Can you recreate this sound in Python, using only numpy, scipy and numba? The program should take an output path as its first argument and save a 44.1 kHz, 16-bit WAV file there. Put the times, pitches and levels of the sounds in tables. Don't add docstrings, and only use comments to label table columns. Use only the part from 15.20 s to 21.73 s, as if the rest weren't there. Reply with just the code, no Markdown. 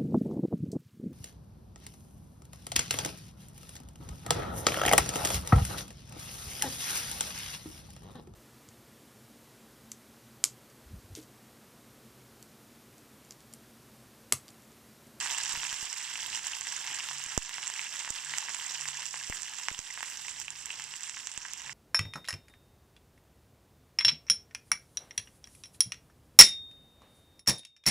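import sys
import numpy as np
from scipy import signal
from scipy.fft import rfft, irfft
from scipy.io import wavfile
from scipy.ndimage import uniform_filter1d
from numba import njit

SR = 44100
rng = np.random.default_rng(int(sys.argv[2]) if len(sys.argv) > 2 else 0)


def undo_db(level):
    steps = np.asarray(level, float) / 20
    return 10 ** steps


def dump(signal):
    limited = np.clip(np.atleast_2d(signal).T, -1, 1)
    pcm = np.round(limited * 32767).astype(np.int16)
    wavfile.write(sys.argv[1], SR, pcm)


N = 288017

# [s, dB, dB]
BOILING = [(0.0, -33.5, -2.5), (0.3, -35, -0.2), (0.7, -40.5, 0.2), (1.1, -40, -1.5), (1.43, -40.5, -0.5),
           (1.75, -37, -4), (2.04, -41.5, -1.5), (2.5, -39.5, -2.5), (3.1, -39.5, -2.5), (3.5, -38, -2),
           (3.9, -43.5, 2), (4.3, -44.5, 0), (4.69, -45, 0.5), (4.9, -44, 2.5), (5.3, -50.5, 3),
           (5.51, -45, -3), (5.8, -48.5, 1.5), (6.53, -44.5, -6)]
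# [s, dB]
FINE_SEETHING = [
    (0, -1),
    (2.6, 3),
    (3.0, 0.5),
    (4.3, 3),
    (4.8, -4.5),
    (6.53, 7.5),
]
# [Hz, dB]
LEFT_COLOUR = [(30, -23.5), (200, -24.5), (600, -18), (950, -1), (1280, -9.5), (1650, -1), (1950, 0),
               (2350, -6.5), (2800, 2.2), (4150, -11), (5700, -3), (7000, -12), (9900, -25), (15000, -17.5)]
RIGHT_COLOUR = [(30, -15), (300, -23), (650, -20.5), (950, -4), (1300, -7.5), (1950, 1), (2350, -3),
                (2900, 3), (4300, -3.5), (5750, 5.5), (6200, 1.5), (7700, 9), (8350, -1), (11500, -20)]
# [s, dB, s]
DRONE_SWELLS = [
    (0.315, -62, 0.085),
    (1.7, -72, 0.12),
    (2.0, -65.5, .08),
    (2.394, -75, 0.16),
    (3.12, -62, 0.05),
    (3.655, -62.5, 0.071),
    (3.92, -69, .12),
    (5.403, -74.5, 0.14),
    (5.67, -71, .07),
    (6.53, -60, 0.035),
]
# [s, dB, Hz, dB]
OPEN_CRACKS = [(.061, -24, 1500, -32), (.1106, -29, 2660, -16.5), (0.1839, -23, 2020, -13),
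               (0.294, -27, 2940, -17), (0.4331, -22, 1630, -35), (.528, -23.5, 2700, -16),
               (1.175, -30, 1650, -30), (1.278, -29.5, 2590, -30), (1.4706, -23.5, 3200, -17.5),
               (1.5658, -33, 2940, -15.5), (1.8057, -24.5, 2980, -28), (1.8878, -22.5, 2780, -26),
               (2.1774, -25.5, 2670, -9), (2.2936, -23.5, 2950, -19), (2.3826, -20.5, 1670, -26),
               (2.4714, -29, 1950, -16.5), (2.5005, -23, 1640, -16), (2.8481, -23, 2160, -24),
               (2.9043, -39, 2900, -11.5), (3.1838, -23, 2190, -12), (3.2942, -24, 1690, -17),
               (3.3468, -24, 2120, -16), (3.6865, -23.5, 2090, -16), (4.485, -16.5, 1760, -19),
               (4.5908, -27, 2950, -15.5), (4.8296, -20, 1580, -23.5), (5.2158, -28.5, 2920, -23),
               (5.8958, -28, 3110, -20), (6.0716, -29.5, 2760, -18), (6.1766, -30, 2560, -18)]
# [s, dB, Hz, cycles]
LEAF_POPS = [(0.3532, -21.5, 1530, 0.47), (0.4515, -23, 2190, 0.74), (0.9565, -24.5, 2400, 1.1),
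             (1.0621, -25, 3190, 0.91), (1.3342, -26.5, 2660, 1.9), (1.6794, -24.5, 2700, 0.78),
             (1.799, -25, 2670, 1.5), (1.912, -26, 1440, 0.64), (2.5937, -21, 2270, 1.5),
             (2.877, -23.5, 1590, 0.47), (3.1377, -21.5, 1970, 1), (3.1465, -33, 1890, 0.7),
             (3.1768, -32, 2420, 0.59), (3.2855, -22.5, 1700, .9), (3.6558, -23.5, 1960, 0.95),
             (3.942, -22.5, 1650, 0.33), (4.1253, -22.5, 1900, 1.1), (4.5047, -30, 2200, 1.6),
             (4.5466, -27, 3250, 0.79), (4.7045, -31.5, 2020, 3.1), (4.7758, -27, 1610, 0.71),
             (4.807, -27.5, 1640, 0.65), (5.0834, -29, 2400, 1.4), (5.2816, -26, 2540, 1.4),
             (5.505, -25, 2600, 1.7), (5.5973, -29.5, 2020, .9), (5.7386, -29.5, 2760, 0.82),
             (5.9703, -28.5, 2010, 0.73), (6.2522, -27, 1610, 1.1), (6.4953, -28, 1900, 1.1)]
# [s, dB, dB]
DROPLET_SPITS = [(0.235, -11, -42), (.469, -16.5, -47), (4.0989, -24.5, -50), (.729, -17, -51),
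                 (1.0674, -30, -40), (1.4106, -15.5, -47), (1.5225, -20.5, -57), (1.7457, -18, -57),
                 (2.0395, -19.5, -44), (2.0624, -18.5, -48), (2.478, -15, -53), (2.7819, -27, -59),
                 (2.8907, -21.5, -65), (3.0483, -19.5, -66), (3.177, -16, -63), (3.611, -18, -60),
                 (3.8645, -19, -50), (4.2203, -20.5, -54), (4.232, -19, -54), (4.0993, -25, -56),
                 (4.7093, -24, -57), (4.9723, -21.5, -56), (5.2005, -21.5, -42), (5.3048, -20, -52),
                 (5.458, -21, -49), (5.6402, -24, -52), (5.764, -26, -50), (5.8332, -20.5, -60),
                 (6.335, -20.5, -42), (6.382, -30, -51)]
# [s, dB, dB]
SPRAY_TICKS = [(0.1092, -42, 3), (0.1824, -42, -0.5), (0.2934, -43, -1.5), (0.3376, -39, 0),
               (0.3721, -39, -2.5), (0.5267, -42, -12), (0.6265, -40, -5), (0.7756, -42, -6.0),
               (1.2755, -43, -1), (1.3723, -43, -2.5), (1.3922, -44, -4.0), (1.649, -44, -10),
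               (1.8861, -44, -4.5), (2.176, -41, -5), (2.2922, -42, -5.0), (2.9033, -39, -8),
               (3.1832, -48, -26), (3.3792, -48, -5), (4.0976, -46, 7), (4.5126, -49, -2.5),
               (4.59, -55, -4.5), (4.7376, -47, -9), (4.828, -48, -17), (4.8993, -47, -5.5),
               (4.9124, -47, -5.0), (5.018, -47, -4.5), (5.2145, -52, -7.0), (5.4624, -52, -2.5),
               (5.5952, -50, -10), (6.0701, -54, -15)]
# [s, dB, dB]
MEMBRANE_JOLTS = [(.235, -63, -42), (0.34, -37, -58), (0.374, -36, -46), (0.529, -60, -38.5),
                  (.628, -41, -44), (1.410, -68, -45), (2.064, -59, -42), (2.177, -30, -14),
                  (2.905, -62, -31), (3.688, -62, -48), (4.099, -25, -51), (4.514, -32, -45),
                  (4.592, -54, -33), (6.178, -72, -37)]

BUBBLES, DRYING = 26000, .45
DRONE_HZ, DRONE_REST_DB = 140.6, -81
STRAYS, STRAY_HZ, STRAY_SPAN_HZ = 170, 1630, 1500
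STRAY_POP_DB, STRAY_SPIT_DB, STRAY_SPREAD_DB = 10, 16.5, 17.5
CRACK_CYCLES, STRAY_CYCLES = 0.51, 1.3
OTHER_PART_DB, TOP_DB = -11.5, -36


def level(x, db):
    return x * undo_db(db) / np.sqrt(np.mean(x ** 2))


def curve(table):
    s, *columns = np.transpose(table)
    t = np.arange(N) / SR
    return [np.interp(t, s, column) for column in columns]


def walk(rate):
    hold = int(SR / rate)
    held = np.repeat(rng.standard_normal(N // hold + 1), hold)[:N]
    return 1.62 * uniform_filter1d(uniform_filter1d(held, hold), hold)


def above(x, hz):
    return signal.sosfilt(signal.butter(3, hz, "high", fs=SR, output="sos"), x)


@njit
def ring(start, hz, cycles, size, glide, rise):
    out = np.zeros((2, N))
    for c in range(2):
        for k in range(len(hz)):
            i = int(start[c, k]) + 1
            late = i - start[c, k]
            w = 2 * np.pi * hz[k] / SR
            fade = hz[k] / SR / cycles[k]
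            z = size[c, k] * np.exp((1j * w - fade) * late)
            p = np.exp(1j * w - fade)
            turn = np.exp(1j * w * fade * glide)
            shut = np.exp(-rise * fade * late)
            opening = np.exp(-rise * fade)
            for n in range(i, min(N, i + int(6 / fade))):
                out[c, n] += z.imag * (1 - shut)
                z *= p
                p *= turn
                shut *= opening
    return out


def ports(s, side, lag, pan_db):
    pair = np.array([[1.], [-1.]])
    start = np.maximum(s * SR + 1 + pair * (.05 - lag * side), 0)
    return start, undo_db(pair * pan_db / 2)


def sizzle(scatter_db=3.0, patchy_db=1.16):
    boil_db, bright_db = curve(BOILING)
    when, pitch, life, side, luck = rng.random((BUBBLES, 5)).T
    at = (when * (N - 1)).astype(int)
    hz = 150 + 16000 * pitch ** 1.6
    cycles = 0.26 + 2.86 * life ** 1.92
    db = np.minimum(-scatter_db * np.log(luck) * (1 + DRYING * when), 16)
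    db += patchy_db * walk(45)[at]
    db -= scatter_db * 1.9 * DRYING * when
    db += bright_db[at] * (hz > 4000)
    db += curve(FINE_SEETHING)[0][at] * (np.abs(hz - 5750) < 700)
    size = undo_db(db) * np.sqrt(hz / cycles * pitch ** .6)
    across = 2 * side - 1
    start, gain = ports(when * N / SR, across, lag=.85, pan_db=3.5 * across)
    fizz = ring(start, hz, cycles, size * gain, 0.11, 2.7)
    hiss = rng.standard_normal(N) + .5 * rng.standard_normal((2, N))
    return (level(fizz, 0) + level(hiss, -11)) * undo_db(boil_db)


def kitchen(x, t60, wet_db, alike, count=6):
    t = np.arange(int(.12 * SR)) / SR
    spot = np.repeat(rng.integers(0, count, N // 128 + 1), 128)[:N]
    out = x
    for k in range(count):
        grain = alike * rng.standard_normal(len(t)) + rng.standard_normal((2, len(t)))
        tail = grain * np.exp(-np.log(1000) * t / t60) * (t > .0005)
        tail *= undo_db(wet_db) / np.sqrt(np.sum(tail ** 2, axis=1, keepdims=True))
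        out = out + signal.oaconvolve(x * (spot == k), tail, axes=1)[:, :N]
    return out


def response(table, size=1024):
    hz, db = np.transpose(table)
    f = np.maximum(np.arange(size // 2 + 1) * SR / size, 1)
    gain = undo_db(np.interp(np.log(f), np.log(hz), db))
    cepstrum = irfft(np.log(gain))
    cepstrum[1:size // 2] *= 2
    cepstrum[size // 2 + 1:] = 0
    return irfft(np.exp(rfft(cepstrum)))[:size // 2]


def drone():
    phase = 2 * np.pi * np.cumsum(DRONE_HZ * (1 + 0.0123 * walk(4.4))) / SR
    t = np.arange(N) / SR
    swell = undo_db(DRONE_REST_DB)
    for s, db, half in DRONE_SWELLS:
        swell = swell + undo_db(db) * np.exp(-.5 * ((t - s) / half) ** 2)
    tone = np.sqrt(2) * np.sin(phase) * swell * undo_db(1.5 * walk(18))
    air = rng.standard_normal(N) + 0.3 * rng.standard_normal((2, N))
    air = air * undo_db(2.5 * walk(4.93))
    band = signal.butter(1, [18, 200], "band", fs=SR, output="sos")
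    return tone + level(signal.sosfilt(band, air), -68.5)


def pockets():
    when, pop, spit, pitch, life = rng.random((STRAYS, 5)).T
    boil_db = curve(BOILING)[0][(when * (N - 1)).astype(int)]
    pop_db = boil_db + STRAY_POP_DB - STRAY_SPREAD_DB * pop
    spit_db = boil_db + STRAY_SPIT_DB - STRAY_SPREAD_DB * spit
    hz = STRAY_HZ + STRAY_SPAN_HZ * pitch
    cycles = STRAY_CYCLES * (.5 + life)
    strays = [when * N / SR, pop_db, hz, cycles, spit_db, spit_db + TOP_DB + 7.5]
    rows = [(s, db, hz, CRACK_CYCLES, spit, spit + TOP_DB) for s, db, hz, spit in OPEN_CRACKS]
    rows += [(s, db, hz, cycles, db + OTHER_PART_DB, db + TOP_DB) for s, db, hz, cycles in LEAF_POPS]
    rows += [(s, db + OTHER_PART_DB - 5.0, 2500., CRACK_CYCLES, db, top - 3.1) for s, db, top in DROPLET_SPITS]
    return np.hstack([np.transpose(rows), strays])


def bursts():
    s, pop_db, hz, cycles, spit_db, top_db = pockets()
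    side, life, pitch = rng.random((len(s), 3)).T
    start, gain = ports(s - .00015, 2 * side - 1, lag=0.64, pan_db=4.8 * (2 * side - 1.5))
    flat = np.ones(len(s))
    pop = ring(start, hz, cycles, undo_db(pop_db + 10.0) * gain, 0.0065, 2.56)
    pop += ring(start, 0.6 * hz, 0.28 * flat, undo_db(pop_db + 8.0) * gain, 0., 6.4)
    spit = ring(start, 6200 + 1800 * pitch, 1.0 * flat, undo_db(spit_db + 12.5) * gain, 0., 1.0)
    top = ring(start, 11000 + 3500 * life, 0.71 * flat, undo_db(top_db + 21) * gain ** 4, 0., 2.5)
    return pop + above(spit, 2800), above(top, 7100)


def ticks():
    s, db, pan_db = np.transpose(SPRAY_TICKS)
    start, gain = ports(s + .0009, np.tanh(pan_db / 10), lag=0.77, pan_db=pan_db)
    hz = 11000 + 3500 * rng.random(len(s))
    rings = ring(start, hz, np.full(len(s), .71), undo_db(db + 25.0) * gain, 0., 2.5)
    return above(rings, 7500)


def jolts(settle_s=.0028, recover_s=.05, throw_s=.00015):
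    s, *db = np.transpose(MEMBRANE_JOLTS)
    kicks = np.zeros((2, N))
    kicks[:, (s * SR).astype(int)] = undo_db(np.array(db) + 4.5)
    t = np.arange(int(.4 * SR)) / SR
    shape = settle_s / recover_s * np.exp(-t / recover_s) - np.exp(-t / settle_s)
    shape *= 1 - np.exp(-t / throw_s)
    front = 2.8 * t / .00015 * np.exp(-t / .00015)
    return signal.oaconvolve(kicks, (shape + front)[None], axes=1)[:, :N]


def scene():
    colour = np.array([response(LEFT_COLOUR), response(RIGHT_COLOUR)])
    body, top = bursts()
    oil = kitchen(sizzle() * undo_db(6) + body, t60=0.096, wet_db=-7.0, alike=1.0)
    coloured = signal.oaconvolve(oil, colour, axes=1)[:, :N]
    return above(coloured, 42) + top + ticks() + jolts() + drone()


@njit
def follow(x, attack, release):
    out, e = np.empty(len(x)), 0.
    for i in range(len(x)):
        e += (x[i] - e) * (attack if x[i] > e else release)
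        out[i] = e
    return out


def roll_off(x):
    return signal.sosfilt(signal.butter(12, 16470, fs=SR, output="sos"), x)


def record(dry, knee_db=-26, share=0.37, attack_s=0.00036, release_s=0.24):
    peak = follow(np.abs(dry).max(axis=0), 1 / (attack_s * SR), 1 / (release_s * SR))
    gain = np.minimum(undo_db(knee_db) / (peak + 1e-9), 1) ** share
    gain = uniform_filter1d(gain, size=45)
    ducked = dry * np.concatenate([np.ones(50), gain[:-50]])
    low_pass = signal.ellip(8, .3, 60, 15050, fs=SR, output="sos")
    kept = signal.sosfilt(low_pass, ducked)
    mix = kept + undo_db(-37) * (ducked - kept)
    return roll_off(mix)


dry = scene()
out = record(dry)
dump(out)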